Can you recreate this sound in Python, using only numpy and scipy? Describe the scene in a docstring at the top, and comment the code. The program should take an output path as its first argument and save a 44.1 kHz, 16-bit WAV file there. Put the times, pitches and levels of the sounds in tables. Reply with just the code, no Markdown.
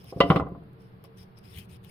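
"""A knife lands on a fibreboard table, bounces and rattles to rest: each contact rings the board and blade.
To the left, a blade and fingers scrape along a wooden stick in short strokes, made of dense noise grains;
the same hiss serves for the knife sliding between its bounces.
Small ticks of breaking fibre, each a short burst of noise, dot the scraping.
Underneath is a quiet room: steady coloured noise, a wavering hum, and a short echo from the walls."""
import sys
import numpy as np
from scipy import signal
from scipy.fft import rfft, irfft, next_fast_len
from scipy.io import wavfile
from scipy.ndimage import uniform_filter1d

SR = 44100
rng = np.random.default_rng(int(sys.argv[2]) if len(sys.argv) > 2 else 0)


def unload_wav(signal):
    """Save mono or channel-first audio to the path in sys.argv[1] as 16-bit WAV at rate SR, clipped to [-1, 1]."""
    wavfile.write(
        sys.argv[1],
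        SR,
        np.round(np.clip(np.atleast_2d(signal).T, -1, 1) * 32767).astype(np.int16),
    )


def decibels_to_gain(level_db):
    """Convert a level in decibels to a linear amplitude gain (20 dB per decade)."""
    exponent = np.asarray(level_db, float) / 20
    return 10 ** exponent


N = 83790  # length in samples

# Steady air noise of the room: pitch_hz, level_db (per Hz, relative)
ROOM_SPECTRUM = [(20, -10), (43, -14.5), (155, -2.3), (205, -3.5), (236, -15.5), (450, -11.5), (533, -18),
                 (1100, -20), (3120, -34.5), (4800, -40), (6000, -74), (7600, -65), (9500, -53),
                 (13500, -45), (16400, -66)]
# How alike left and right are in the room noise: pitch_hz, likeness (1 = same, -1 = opposite)
ROOM_LIKENESS = [(60, 1), (240, 0.66), (950, -0.39), (3770, 0.015), (15000, 0.27)]
# Hum of an appliance: pitch_hz, width_hz, level_db (rms)
HUM = [(118, 22, -56.5), (183.2, 9.5, -60), (374, 8, -66), (450.6, 10, -65.5)]
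# How long the walls' echo takes to fall by 60 dB: pitch_hz, fade_s
WALL_FADE = [(150, 0.78), (1000, 0.33), (3000, 0.22), (12000, 0.04)]
# How alike left and right are in clatter, fizz and walls: pitch_hz, likeness
NEAR_LIKENESS = [(100, 1), (400, 0.95), (1500, .3), (5000, 0.11)]
# Snapping fibres: start_s, level_db, pitch_hz
FIBRE_TICKS = [(.043, -48, 13670), (.489, -65, 12400), (.636, -72, 9800), (.732, -63.5, 12840),
               (0.821, -66, 10500), (1.04, -46.5, 12100), (1.387, -54, 10200), (1.539, -53.5, 9800),
               (1.563, -49, 12860), (1.586, -42, 14500), (1.654, -66, 13400), (1.847, -52, 13000)]
# Level of the scraping, and of the knife's sliding hiss between its bounces: time_s, level_db
SCRAPE_LEVEL = [(0, -65), (.06, -63.5), (.105, -56), (.14, -71.5), (.2, -59), (.25, -65.5), (.295, -57),
                (.33, -58.5), (.4, -63.5), (.43, -97), (.78, -92), (.81, -71.5), (.96, -89.5), (1.035, -86),
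                (1.05, -60.5), (1.09, -90), (1.16, -86.5), (1.175, -62), (1.235, -63), (1.25, -81),
                (1.355, -97.5), (1.375, -66), (1.393, -70.5), (1.402, -88), (1.428, -81), (1.44, -63.5),
                (1.5, -63), (1.55, -58), (1.592, -48.5), (1.62, -63), (1.655, -66.5), (1.675, -94.5),
                (1.695, -62), (1.735, -60.5), (1.77, -64), (1.785, -110), (1.825, -81), (1.845, -59),
                (1.865, -66.5), (1.9, -60.5)]
# Colour of the scraping: pitch_hz, level_db (per Hz, relative)
SCRAPE_SPECTRUM = [(900, -30), (1700, -8.5), (2400, -0.5), (3200, -1.5), (4100, -7.5), (4800, -11.5),
                   (6200, -17), (7300, -17.5), (8300, -13.5), (9000, -3.5), (10500, -12.5), (15100, -11),
                   (16400, -32)]
# Side the hands are on, moving left: time_s, left_over_right_db
HANDS_PAN = [(.15, 1.5), (1.0, 5), (1.3, 9.5)]
# Ring of the blade on light strokes: time_s, over_hiss_db
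RASP_LEVEL = [(1.18, -4), (1.4, 0), (1.5, -8), (1.58, -19), (1.72, -16)]
# Colour of the grip's rumble: pitch_hz, level_db (per Hz, relative)
RUMBLE_SPECTRUM = [(50, -9.5), (90, 3), (180, -10.5), (260, -20.5), (500, -54.5)]
# Knife, later the stick's end, meeting the table:
# start_s, strength_db, sharp_up_to_hz, knife_over_board_db, bass_over_mids_db
TABLE_CONTACTS = [(0.041, -42, 830, -8, -33), (0.1238, -26.5, 900, -25, -16.5),
                  (0.161, -29.5, 500, -26, 12.5), (0.1687, -27, 700, -32, -1), (0.2033, -5.5, 6000, -3, -3),
                  (0.2072, -8.5, 3490, 5, -27), (.237, -19, 900, -4, 9), (0.3008, -10.5, 3330, 5.5, 8.5),
                  (0.307, -11.5, 2830, -22, 1.5), (.315, -13.5, 1500, 4, -23), (0.34, -18, 1020, -23, 4),
                  (0.3593, -10.5, 3330, -5, 4.5), (0.366, -18, 3000, -10, 10), (0.397, -15, 1920, -5, 3),
                  (0.412, -23.5, 985, 4, 9), (0.424, -35.5, 980, 15, 18.5), (0.466, -30, 1500, 2, 3.5),
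                  (0.519, -45.5, 900, 14, 25.5), (0.548, -35.5, 1400, -0.5, 2.5),
                  (.619, -45.5, 1180, -14, 15.5), (1.041, -43.5, 1490, -10, -2.5)]
# Ringing modes of the board's bass, the board's mids and the knife; fade_s is the time to fall by 60 dB:
# pitch_hz, level_db (relative), fade_s, left_over_right_db
BOARD_BASS_MODES = [(73.4, 0.5, 0.088, 0), (109, -8.5, 0.2, -2), (146.7, -5, 0.14, 2.5),
                    (171.3, -0.5, 0.1, 0), (285.7, -9.5, 0.29, -4.5), (366.2, -6, 0.058, -3)]
BOARD_MID_MODES = [(556.2, 2.5, 0.083, 1), (689.4, -6, 0.3, 7), (777.2, -0.5, 0.081, -1.5)]
KNIFE_MODES = [(1042, -16.5, 0.15, -0.27), (1020, -1, 0.081, -1.8), (1173, -19, 0.17, -1.5),
               (1348, -0.5, 0.032, 0.73), (1397, -13, 0.15, 0), (2016, -6, 0.11, -1.3),
               (2770, -7, .05, -1.5), (3000, -10, 0.05, -1.5), (3000, -9.5, 0.17, -1.5)]
# Many small modes too dense to tell apart: pitch_hz, level_db (per Hz, relative)
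CLATTER_SPECTRUM = [(60, -27.5), (200, -12), (550, -0.5), (870, -15.5), (1150, 2), (1650, -23.5),
                    (2000, -16.5), (2450, -22), (3200, -15.5), (5000, -22.5), (8000, -46.5)]
# Their time to fall by 60 dB: pitch_hz, fade_s
CLATTER_FADE = [(200, 0.14), (1000, 0.065), (4000, 0.09), (12000, 0.049)]
# Colour of the treble in each contact: pitch_hz, level_db (per Hz, relative)
FIZZ_SPECTRUM = [(5000, -6), (9000, -2), (15500, -8)]

ROOM_DB = -54  # rms
WALLS_DB, WALLS_DELAY_S = -17.5, 0.014
TICK_FADE_S = 0.013  # to fall by 60 dB
TICK_BROAD_DB, TICK_WIDTH = -1, 0.18  # broad part against the peak; peak width in log pitch
GRAINS_PER_S, PATCHY_DB = 6700, 3
SCRAPE_LIKENESS, SCRAPE_LAG_S = 0.33, 0.00029  # left side comes later
RASP_HZ, RASP_WIDTH_HZ = 5210, 810
RUMBLE_DB = 9  # over the hiss
SCATTER_DB = 2.5  # random change of a mode from blow to blow
RISE_S, DAMP_DB_PER_S = 0.00056, 289.5  # build-up; fading added by the next contact
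WANDER_S = 3e-6  # random step of a mode's clock at each sample
RIGHT_LAG_S = 0.0001  # modes reach the right side later
CLATTER_DB = -11
PUSH_DB, PUSH_S = 1.5, 0.0013  # the board's first push
LOW_CUT_HZ = 69  # the microphone's low cut on nearby sounds
FIZZ_DB, FIZZ_FADE_S = -41.5, 0.055
FIZZ_FULL_HZ = 4000  # contact sharpness at which the fizz is neither raised nor lowered


def unit(x):
    """Scales to rms 1."""
    return x / np.sqrt(np.mean(x ** 2) + 1e-20)


def along(points, hz):
    """Reads a table of pitches and values on a log pitch axis."""
    pitch, value = np.transpose(points)
    return np.interp(np.log(hz + 1), np.log(pitch + 1), value)


def at_time(points, seconds):
    """Reads a table of times and values, with straight lines between the points."""
    return np.interp(seconds, *np.transpose(points))


def filtered(x, response):
    """Multiplies the spectrum of x by a response that depends on pitch."""
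    n = x.shape[-1]
    m = next_fast_len(n + 8192)
    return irfft(rfft(x, m) * response(np.fft.rfftfreq(m, 1 / SR)), m)[..., :n]


def shares(likeness):
    """Shares of the common and the opposite signal that give this left-right likeness."""
    angle = np.arccos(np.clip(likeness, -1, 1)) / 2
    return np.array([np.cos(angle), np.sin(angle)])


def left_right(mid, side):
    """Turns a common and an opposite signal into left and right."""
    return np.array([mid + side, mid - side])


def pair(noises, likeness):
    """Makes left and right from two noises, with one likeness at all pitches."""
    return left_right(*(shares(likeness)[:, None] * noises))


def blend(noises, spectrum, likeness):
    """Colours two noises and mixes them to a likeness that depends on pitch."""
    return left_right(*filtered(noises, lambda f: decibels_to_gain(along(spectrum, f)) * shares(along(likeness, f))))


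def sides(pan_db):
    """Left and right gains for a level difference."""
    half = np.atleast_1d(pan_db) / 2
    return decibels_to_gain([half, -half])


def tail(fade, size):
    """Makes two noises in which each pitch dies away at its own speed."""
    hz, t, z = signal.stft(rng.standard_normal((2, size)), SR, nperseg=128)
    fading = decibels_to_gain(-60 * t / along(fade, hz)[:, None])
    return signal.istft(z * fading, SR, nperseg=128)[1][:, :size]


def add(into, x, start_s):
    """Mixes x in at a start time."""
    k = round(start_s * SR)
    into[:, k:k + x.shape[1]] += x[:, :into.shape[1] - k]


def hum():
    """Narrow bands of noise: the narrower the band, the more slowly its tone wavers."""
    out = np.zeros(N)
    for hz, width, db in HUM:
        band = filtered(rng.standard_normal(N), lambda f: 1 / (1 + ((f - hz) / width * 2) ** 2))
        out += decibels_to_gain(db) * unit(band)
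    return out


def room():
    """Steady coloured air noise, with the same faint hum on both sides."""
    air = blend(rng.standard_normal((2, N)), ROOM_SPECTRUM, ROOM_LIKENESS)
    return decibels_to_gain(ROOM_DB) * unit(air) + hum()


def walls(near):
    """The room's short echo: overlapping slices of sound each get a fresh fading noise tail."""
    out, hop = np.zeros((2, N)), SR // 25
    window = np.hanning(2 * hop + 1)[:-1]
    x = np.pad(near, ((0, 0), (hop + round(WALLS_DELAY_S * SR), 2 * hop)))
    for k in range(0, N, hop):
        echo = blend(tail(WALL_FADE, SR // 2), [(100, 0)], NEAR_LIKENESS)
        echo = echo / np.linalg.norm(echo[0])
        answer = signal.fftconvolve(x[:, k:k + 2 * hop] * window, echo, axes=1)
        add(out, answer[:, max(hop - k, 0):], max(k - hop, 0) / SR)
    return decibels_to_gain(WALLS_DB) * out


def ticks():
    """A snapping fibre is a short burst of noise, broad with a peak at its pitch."""
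    out, t = np.zeros((2, N)), np.arange(SR // 25) / SR
    for start, db, hz in FIBRE_TICKS:
        def shape(f):
            peak = np.exp(-(np.log((f + 1) / hz) / TICK_WIDTH) ** 2)
            return decibels_to_gain(TICK_BROAD_DB) * decibels_to_gain(along(SCRAPE_SPECTRUM, f)) + peak
        noise = pair(rng.standard_normal((2, len(t))), SCRAPE_LIKENESS)
        burst = unit(filtered(noise, shape)) * sides(at_time(HANDS_PAN, start))
        add(out, decibels_to_gain(db - 60 * t / TICK_FADE_S) * burst, start)
    return out


def scrape_grains():
    """Scraping is many tiny grains of uneven size, whose colour shifts in patches."""
    hits = rng.random((2, N)) < GRAINS_PER_S / SR
    grains = pair(hits * rng.standard_normal((2, N)), SCRAPE_LIKENESS)
    z = signal.stft(grains, nperseg=256)[2]
    # random levels smoothed over pitch, then over time
    patches = uniform_filter1d(rng.standard_normal(z.shape[1:]), size=4, axis=0)
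    patches = uniform_filter1d(patches, size=8, axis=1)
    return signal.istft(z * decibels_to_gain(PATCHY_DB * unit(patches)), nperseg=256)[1][:, :N]


def scrape():
    """Hissing grains, a rasping ring and the grip's rumble all follow the level of the scraping."""
    t, grains = np.arange(N) / SR, scrape_grains()

    def lag(f):
        return np.exp(-2j * np.pi * f * SCRAPE_LAG_S * np.array([[1], [0]]))
    hiss = unit(filtered(grains, lambda f: decibels_to_gain(along(SCRAPE_SPECTRUM, f)) * lag(f)))
    rasp = unit(filtered(grains, lambda f: lag(f) / (1 + ((f - RASP_HZ) / RASP_WIDTH_HZ * 2) ** 4)))
    rumble_shape = [(35, -120), *RUMBLE_SPECTRUM, (2000, -120)]
    rumble = unit(filtered(rng.standard_normal(N), lambda f: decibels_to_gain(along(rumble_shape, f))))
    blade = (hiss + decibels_to_gain(at_time(RASP_LEVEL, t)) * rasp) * sides(at_time(HANDS_PAN, t))
    return decibels_to_gain(at_time(SCRAPE_LEVEL, t)) * (blade + decibels_to_gain(RUMBLE_DB) * rumble)


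def ringing(t, knife_db, bass_db):
    """Board and knife ring as fading tones; each tone's phase wanders at random, so it sounds less pure."""
    side_t = t - np.array([[0], [RIGHT_LAG_S]])
    out = np.zeros((2, len(t)))
    for modes, lift in ((BOARD_BASS_MODES, bass_db), (BOARD_MID_MODES, 0), (KNIFE_MODES, knife_db)):
        for hz, level, fade, pan in modes:
            clock = side_t + WANDER_S * np.cumsum(rng.standard_normal(len(t)))
            db = lift + level + rng.normal(0, SCATTER_DB) - 60 * t / fade
            out += decibels_to_gain(db) * np.sin(2 * np.pi * hz * clock) * sides(pan)
    return out


def clatter(size):
    """Dense small modes, heard as fading noise with rms 1 over the first 10 ms."""
    noise = blend(tail(CLATTER_FADE, size), CLATTER_SPECTRUM, NEAR_LIKENESS)
    return noise / np.sqrt(np.mean(noise[:, :SR // 100] ** 2))


def fizz(t):
    """Fading treble noise of a contact."""
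    noise = rng.standard_normal((2, len(t)))
    treble = unit(blend(noise, [(3000, -120), *FIZZ_SPECTRUM], NEAR_LIKENESS))
    return treble * decibels_to_gain(FIZZ_DB - 60 * t / FIZZ_FADE_S)


def knife():
    """Each contact pushes the board and rings board and knife anew; a softer one loses its treble."""
    out, t = np.zeros((2, N)), np.arange(SR // 3) / SR
    gaps = np.diff([row[0] for row in TABLE_CONTACTS], append=N / SR)
    push = -decibels_to_gain(PUSH_DB) * np.sin(np.pi * t / PUSH_S) * np.exp(-t / PUSH_S)
    for (start, db, sharp_hz, knife_db, bass_db), gap in zip(TABLE_CONTACTS, gaps):
        # the next contact damps the ring
        ring = ringing(t, knife_db, bass_db) * decibels_to_gain(-DAMP_DB_PER_S * np.maximum(t - gap, 0))
        body = ring / 4 + decibels_to_gain(CLATTER_DB) * clatter(len(t))
        blow = body * (1 - np.exp(-t / RISE_S)) + push

        def tone_shape(f):
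            soft_contact = (1 + 1.3j * f / sharp_hz - (f / sharp_hz) ** 2) ** 2
            low_cut = (1 - 1j * LOW_CUT_HZ / (f + 1)) ** 2
            return 1 / soft_contact / low_cut
        contact = filtered(blow, tone_shape) + fizz(t) * sharp_hz / FIZZ_FULL_HZ
        add(out, decibels_to_gain(db) * contact, start)
    return out


def scene():
    """Knife, scraping and ticks, with their echo, in the quiet room."""
    near = knife() + scrape() + ticks()
    return near + walls(near) + room()


def top_cut(x):
    """Nothing passes above the cut-off."""
    return signal.sosfilt(signal.butter(12, 16500, fs=SR, output="sos"), x)


def record(dry):
    """Turns the finished mix into the final sound."""
    return top_cut(dry)


dry = scene()
out = record(dry)
unload_wav(out)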